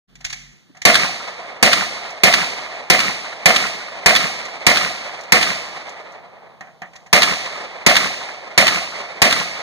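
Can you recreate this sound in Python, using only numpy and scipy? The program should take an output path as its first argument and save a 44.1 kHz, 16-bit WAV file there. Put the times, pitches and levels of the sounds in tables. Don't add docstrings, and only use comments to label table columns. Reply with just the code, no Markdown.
import sys
import numpy as np
from scipy import signal
from scipy.fft import rfft, irfft, next_fast_len
from scipy.io import wavfile
from scipy.ndimage import map_coordinates

SR = 44100
rng = np.random.default_rng(int(sys.argv[2]) if len(sys.argv) > 2 else 0)


def wrap_up_sound(samples):
    columns = np.atleast_2d(samples).T
    tamed = np.clip(columns, -1, 1)
    steps = np.round(tamed * 32767).astype(np.int16)
    wavfile.write(sys.argv[1], SR, steps)


N = 424241

# frequency in Hz, likeness from 0 to 1, left lead in radians,
# left over right in dB.
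MIC_PAIR = [(70, 0.24, -0.5, 0.5), (170, 0.81, -0.2, 3), (300, 0.9, -0.27, 3), (506, 1, -0.87, 5.5),
            (717, 0.93, 0, -3.5), (830, 0.4, 1.6, -0.5), (1255, 0.9, -1.5, 11), (1750, 0.4, 0.5, -8.5),
            (2333, 0.9, 2, -7), (3020, 0.1, -2, -6.5), (4570, 0, -2, -1), (10440, 0.3, 2, 1.5)]
# start in seconds, level of the surroundings' answer in dB, near slap in dB,
# far slap in dB, far slap delay in seconds.
SHOTS = [(0.852, 3, -8, -6.5, 0.1), (1.6271, 2, -14, -6.5, .1015), (2.2347, 2, -16, -6, .101),
         (2.9, 0.5, -14, -13, 0.1), (3.4575, 1.06, -17, -9, .102), (4.0602, 1.8, -8, -6.5, .099),
         (4.6663, 1.2, -13, -11.5, .102), (5.3215, 0.8, -16, -11.5, .1035), (7.1288, 2.5, -5, -5.5, .0995),
         (7.8634, 2, -8.5, -6.5, 0.1), (8.577, 1.5, -9, -7, 0.1), (9.2183, 1, -11, -10.5, .105)]
# delay in seconds, level in dB, rise and t60 in seconds,
# centre in Hz, width in octaves.
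ECHOES = [(.029, -17, 0.0078, 0.02, 2250, 1), (.047, -12, 0.0024, 0.017, 2070, 0.25),
          (.142, -26, 0.0028, 0.077, 1260, 0.53), (.165, -25.5, 0.0026, 0.033, 975, 1),
          (.181, -18.5, 0.0014, 0.022, 1910, 0.37), (.191, -22.5, 0.0037, 0.074, 810, 0.81),
          (.207, -26.5, .002, .025, 2500, .8), (0.341, -37, 0.0051, 0.18, 1180, 0.43),
          (0.422, -34, 0.0042, 0.081, 1187, 0.89)]
# delay in
# seconds, level in dB, length in seconds, start and end pitch in Hz, left over right in dB.
WHOOPS = [(0, -16, 0.019, 197.3, 130, 17.5), (.036, -17.5, 0.021, 278, 180, 7.5),
          (.045, -11.5, 0.012, 717, 622, -5.5), (0.055, -16, 0.0274, 500.5, 812, -4),
          (.1, -32, .018, 189, 110, 0), (.177, -22, 0.023, 169, 167, 8.5),
          (0.235, -25, 0.015, 700, 700, -2)]
# start in seconds, steel level in dB, rise in seconds, carriage knock in dB.
CLACKS = [(.154, -39, 0.00092, -64), (.205, -40, 0.0051, -47.5), (.243, -19, 0.0077, -45.5),
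          (.262, -27, 0.0028, -68), (.296, -26.5, 0.0078, -55), (.326, -20.5, 0.0039, -45),
          (.747, -51, .006, -49.5), (.765, -43, .008, -47), (.817, -23.5, 0.0018, -46),
          (6.608, -39.5, 0.0015, -34.5), (6.670, -62, .001, -43), (6.818, -38.5, .0011, -30),
          (6.932, -45, 0.0033, -45), (6.953, -37, 0.011, -44), (7.060, -44, 0.0072, -46.5)]
# start in seconds, level in dB.
TICKS = [(1.273, -43.5), (2.104, -34), (3.99, -52), (4.452, -32.5), (5.209, -35), (5.235, -38),
         (5.892, -35), (6.121, -45)]

# frequency in Hz, level in dB, t60 in seconds.
DECK_MODES = [(182, -37, 0.73), (227, -35, 0.34), (272, -31, 0.58), (359, -26.5, 0.26), (481, -20.5, 0.24),
              (537, -20, 0.2), (592, -27.5, 0.16), (588, -19.5, 0.22), (653, -28, 0.3), (698, -24, 0.45),
              (747, -18.5, 0.28), (1107, -30.5, 0.23), (1295, -33, 0.47), (2067, -17, 0.34)]
FRAME_MODES = [(178, -10.5, .35), (760, -9, 0.26), (1870, -15, .2)]

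# frequency in Hz, spectral density in dB.
AIR_SPECTRUM = [(25, -17), (70, -5.5), (170, 6), (400, -12.5), (700, -19.5), (2200, -19.5), (4200, -19),
                (8000, -33), (14000, -39.5)]
STEEL_SPECTRUM = [(100, -1), (400, -46.5), (750, -19.5), (1400, -15.5), (2150, 2), (3000, -7.5),
                  (4500, -7.5), (6600, -5.5), (9000, -23.5), (14000, -35)]
CARRIAGE_SPECTRUM = [(90, -37), (150, -4.5), (178, -5), (230, -17.5), (450, -23.5), (640, -11), (740, -6.5),
                     (880, -14), (1500, -17), (1850, -8.5), (2400, -15), (6000, -56.5)]
WOODS_SPECTRUM = [(30, -35), (80, -12.5), (160, -8), (320, -8), (650, -0.5), (1100, -4), (1550, -7),
                  (2200, 5), (3000, -5.5), (4200, -2), (8000, -14), (14000, -37)]
YARD_SPECTRUM = [(30, -30), (70, -20.5), (150, 0), (370, -8), (660, -4), (930, -7.5), (1200, -5),
                 (1500, -8), (2200, 2.5), (3200, -9.5), (4300, -6.5), (8000, -17.5), (14000, -29.5)]
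SLAP_SPECTRUM = [(40, -14), (150, -17), (400, -20), (1100, -0.5), (2200, 5.5), (3200, 3), (4200, 3),
                 (8000, -12), (14000, -23)]
BASS_SPECTRUM = [(20, -5.5), (45, -5), (75, 1), (130, -16.5), (300, -51.5)]
BLAST_SPECTRUM = [(25, -12.5), (60, -25.5), (150, -2.5), (350, -4), (700, -3), (1500, -13), (2250, 5.5),
                  (3200, -11), (4700, -3.5), (8000, -11.5), (14000, -29)]
TICK_SPECTRUM = [(1500, -23), (4000, 1.5), (6600, 6), (9000, -12), (14000, -21)]

# frequency in Hz, t60 in seconds.
YARD_T60 = [(50, 0.64), (170, 0.91), (650, 0.67), (2000, 0.76), (5000, 1), (13000, 0.65)]
WOODS_T60 = [(150, 2.9), (650, 4.58), (2000, 2.24), (4200, 1.69), (8000, 1.43), (14000, 1.3)]
# left gain in dB, then right gain in dB.
BASS_BALANCE_DB = [-5, -14.5]


def amp(db):
    return 10 ** (np.asarray(db) / 20)


def unit(x):
    return x / np.sqrt(np.mean(x ** 2) + 1e-20)


def along(points, hz):
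    f, v = np.transpose(points)
    return np.interp(np.log(hz + 1), np.log(f), v)


def seconds(size):
    return np.arange(size) / SR


def add(out, s, x):
    start = max(round(s * SR), 0)
    part = x[..., :max(out.shape[1] - start, 0)]
    out[:, start:start + part.shape[-1]] += part


def hump(t, centre, width):
    return np.exp(-((t - centre) / width) ** 2)


def wobble(t, per_s):
    return map_coordinates(rng.standard_normal(256), [t * per_s], order=1)


def band(hz, octaves):
    skirt = [(-6, -60), (-3, -26), (-1, -3), (0, 0), (1, -3), (3, -26), (6, -60)]
    return [(hz * 2 ** (widths * octaves), db) for widths, db in skirt]


def noise(spectrum, size):
    padded = next_fast_len(size)
    hz = np.fft.rfftfreq(padded, 1 / SR)
    mic_hz, likeness, lead, balance_db = np.transpose(MIC_PAIR)
    shared = np.interp(hz, mic_hz, np.clip(likeness, 0, .98) * np.exp(-1j * lead))
    lean = amp(np.interp(hz, mic_hz, balance_db) / 2)
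    left, unrelated = rfft(rng.standard_normal((2, padded)))
    right = shared * left + np.sqrt(1 - abs(shared) ** 2) * unrelated
    pair = np.array([left * lean, right / lean])
    return unit(irfft(pair * amp(along(spectrum, hz)), padded)[:, :size])


def fading(spectrum, t60s, size):
    hz, t, bins = signal.stft(noise(spectrum, size), SR, nperseg=512)
    decay = amp(-60 * t / along(t60s, hz)[:, None])
    return signal.istft(bins * decay, SR, nperseg=512)[1][:, :size]


def burst(spectrum, rise, t60, size=8192):
    t = seconds(size)
    attack = np.minimum(t / max(rise, 1e-4), 1)
    decay = amp(-60 * np.maximum(t - rise, 0) / t60)
    return noise(spectrum, size) * attack * decay


def ring(modes, size=14000):
    t = seconds(size)
    return sum(amp(db + 2 * rng.normal() - 60 * t / t60) * np.sin(2 * np.pi * (hz * t + rng.random()))
               for hz, db, t60 in modes)


def air():
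    fade_in = np.clip((seconds(N) - .077) / .022, 0, 1)
    return amp(-54.5) * noise(AIR_SPECTRUM, N) * fade_in


def buzz(pitch_hz=46.7, start_s=.075, end_s=.535):
    t = seconds(N)
    tone = sum(amp(db) * np.sin(2 * np.pi * harmonic * pitch_hz * t)
               for harmonic, db in [(1, 11), (3, 7.5), (5, -5.5), (7, -30)])
    swell = np.clip((t - start_s) / .12, 0, 1)
    release = np.clip((end_s - t) / .02, 0, 1)
    return amp(-52) * swell * release * tone


def thud():
    out = np.zeros((2, N))
    add(out, .695, amp(-40.5) * burst(band(210, octaves=.5), rise=.0066, t60=.075))
    return out


def action():
    out = np.zeros((2, N))
    for s, db, rise, knock_db in CLACKS:
        add(out, s, amp(db - 2) * burst(STEEL_SPECTRUM, rise, t60=.065))
        add(out, s, amp(db - 21) * burst(STEEL_SPECTRUM, rise=.045, t60=.68, size=24000))
        add(out, s, amp(knock_db) * burst(CARRIAGE_SPECTRUM, rise=.0015, t60=.19, size=12000))
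        add(out, s, amp(knock_db) * ring(FRAME_MODES))
    for s, db in TICKS:
        add(out, s, amp(db - 3) * burst(TICK_SPECTRUM, rise=.001, t60=.06))
    return out


def woods(size=81920):
    t = seconds(size)
    clumps_db = 2 * wobble(t, per_s=60) + 1.3 * wobble(t, per_s=12)
    swell = 1 - hump(t, centre=0, width=.31)
    return fading(WOODS_SPECTRUM, WOODS_T60, size) * swell * amp(clumps_db)


def yard(size=30000):
    t = seconds(size)
    lull_db = -2.5 * hump(t, centre=.075, width=.013)
    far_side_db = 2 * hump(t, centre=.18, width=.05)
    onset = 1 - np.exp(-t / .00072)
    wash = amp(lull_db + far_side_db - 12.5) * fading(YARD_SPECTRUM, YARD_T60, size) * onset
    for delay, db, rise, t60, hz, octaves in ECHOES:
        add(wash, delay, amp(db) * burst(band(hz, octaves), rise, t60))
    return wash


def slaps(near_delay=.0912):
    out = np.zeros((2, N))
    for s, _, near_db, far_db, far_delay in SHOTS:
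        add(out, s + near_delay, amp(near_db) * burst(SLAP_SPECTRUM, rise=.00099, t60=.026))
        add(out, s + far_delay, amp(far_db) * burst(SLAP_SPECTRUM, rise=.0039, t60=.05))
    return out


def deck():
    modes = ring(DECK_MODES)
    build_up = 1 - np.exp(-seconds(len(modes)) / .008)
    return modes * build_up


def whoops():
    out = np.zeros((2, SR // 3))
    for delay, db, length, start_hz, end_hz, pan_db in WHOOPS:
        size = round(length * SR)
        detune = 1 + .03 * rng.normal()
        turns = np.cumsum(np.linspace(start_hz, end_hz, size)) / SR * detune
        wave = amp(db + 1.5 * rng.normal()) * np.hanning(size) * np.sin(2 * np.pi * turns)
        add(out, delay, wave * amp([[pan_db / 2], [-pan_db / 2]]))
    return out


def bass_thumps(rise=.005, t60=.07):
    out = np.zeros((2, N))
    for s, _, _, far_db, far_delay in SHOTS:
        add(out, s, amp(-25) * burst(BASS_SPECTRUM, rise, t60))
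        add(out, s + far_delay, amp(far_db - 37) * burst(BASS_SPECTRUM, rise, t60))
    return out * amp(BASS_BALANCE_DB)[:, None]


def gun(repeat_share=.55):
    out = np.zeros((2, N))
    steady_paths = yard()
    for s, db, *_ in SHOTS:
        add(out, s, amp(-1.5) * burst(BLAST_SPECTRUM, rise=.00023, t60=.039))
        bounce = burst(BLAST_SPECTRUM, rise=.0013, t60=.051)
        add(out, s + .0022, amp(-3) * bounce)
        answer = np.sqrt(repeat_share) * steady_paths + np.sqrt(1 - repeat_share) * yard()
        add(out, s, amp(db) * answer)
        add(out, s, amp(db - 4) * whoops())
        add(out, s + .016, amp(db - 3) * deck())
        add(out, s, amp(db - 22.5) * woods())
    return out


def scene():
    return gun() + slaps() + bass_thumps() + action() + thud() + air() + buzz()


def record(dry):
    cross_samples, cross_gain, top_hz = 17, .76, 15600
    crossed = np.pad(dry[::-1], [(0, 0), (cross_samples, 0)])[:, :N]
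    wide = dry - cross_gain * crossed
    clipped = np.clip(wide, -.93, .93)
    lowpass = signal.firwin(201, top_hz, fs=SR)
    return signal.oaconvolve(clipped, lowpass[None], mode="same", axes=1)


dry = scene()
out = record(dry)
wrap_up_sound(out)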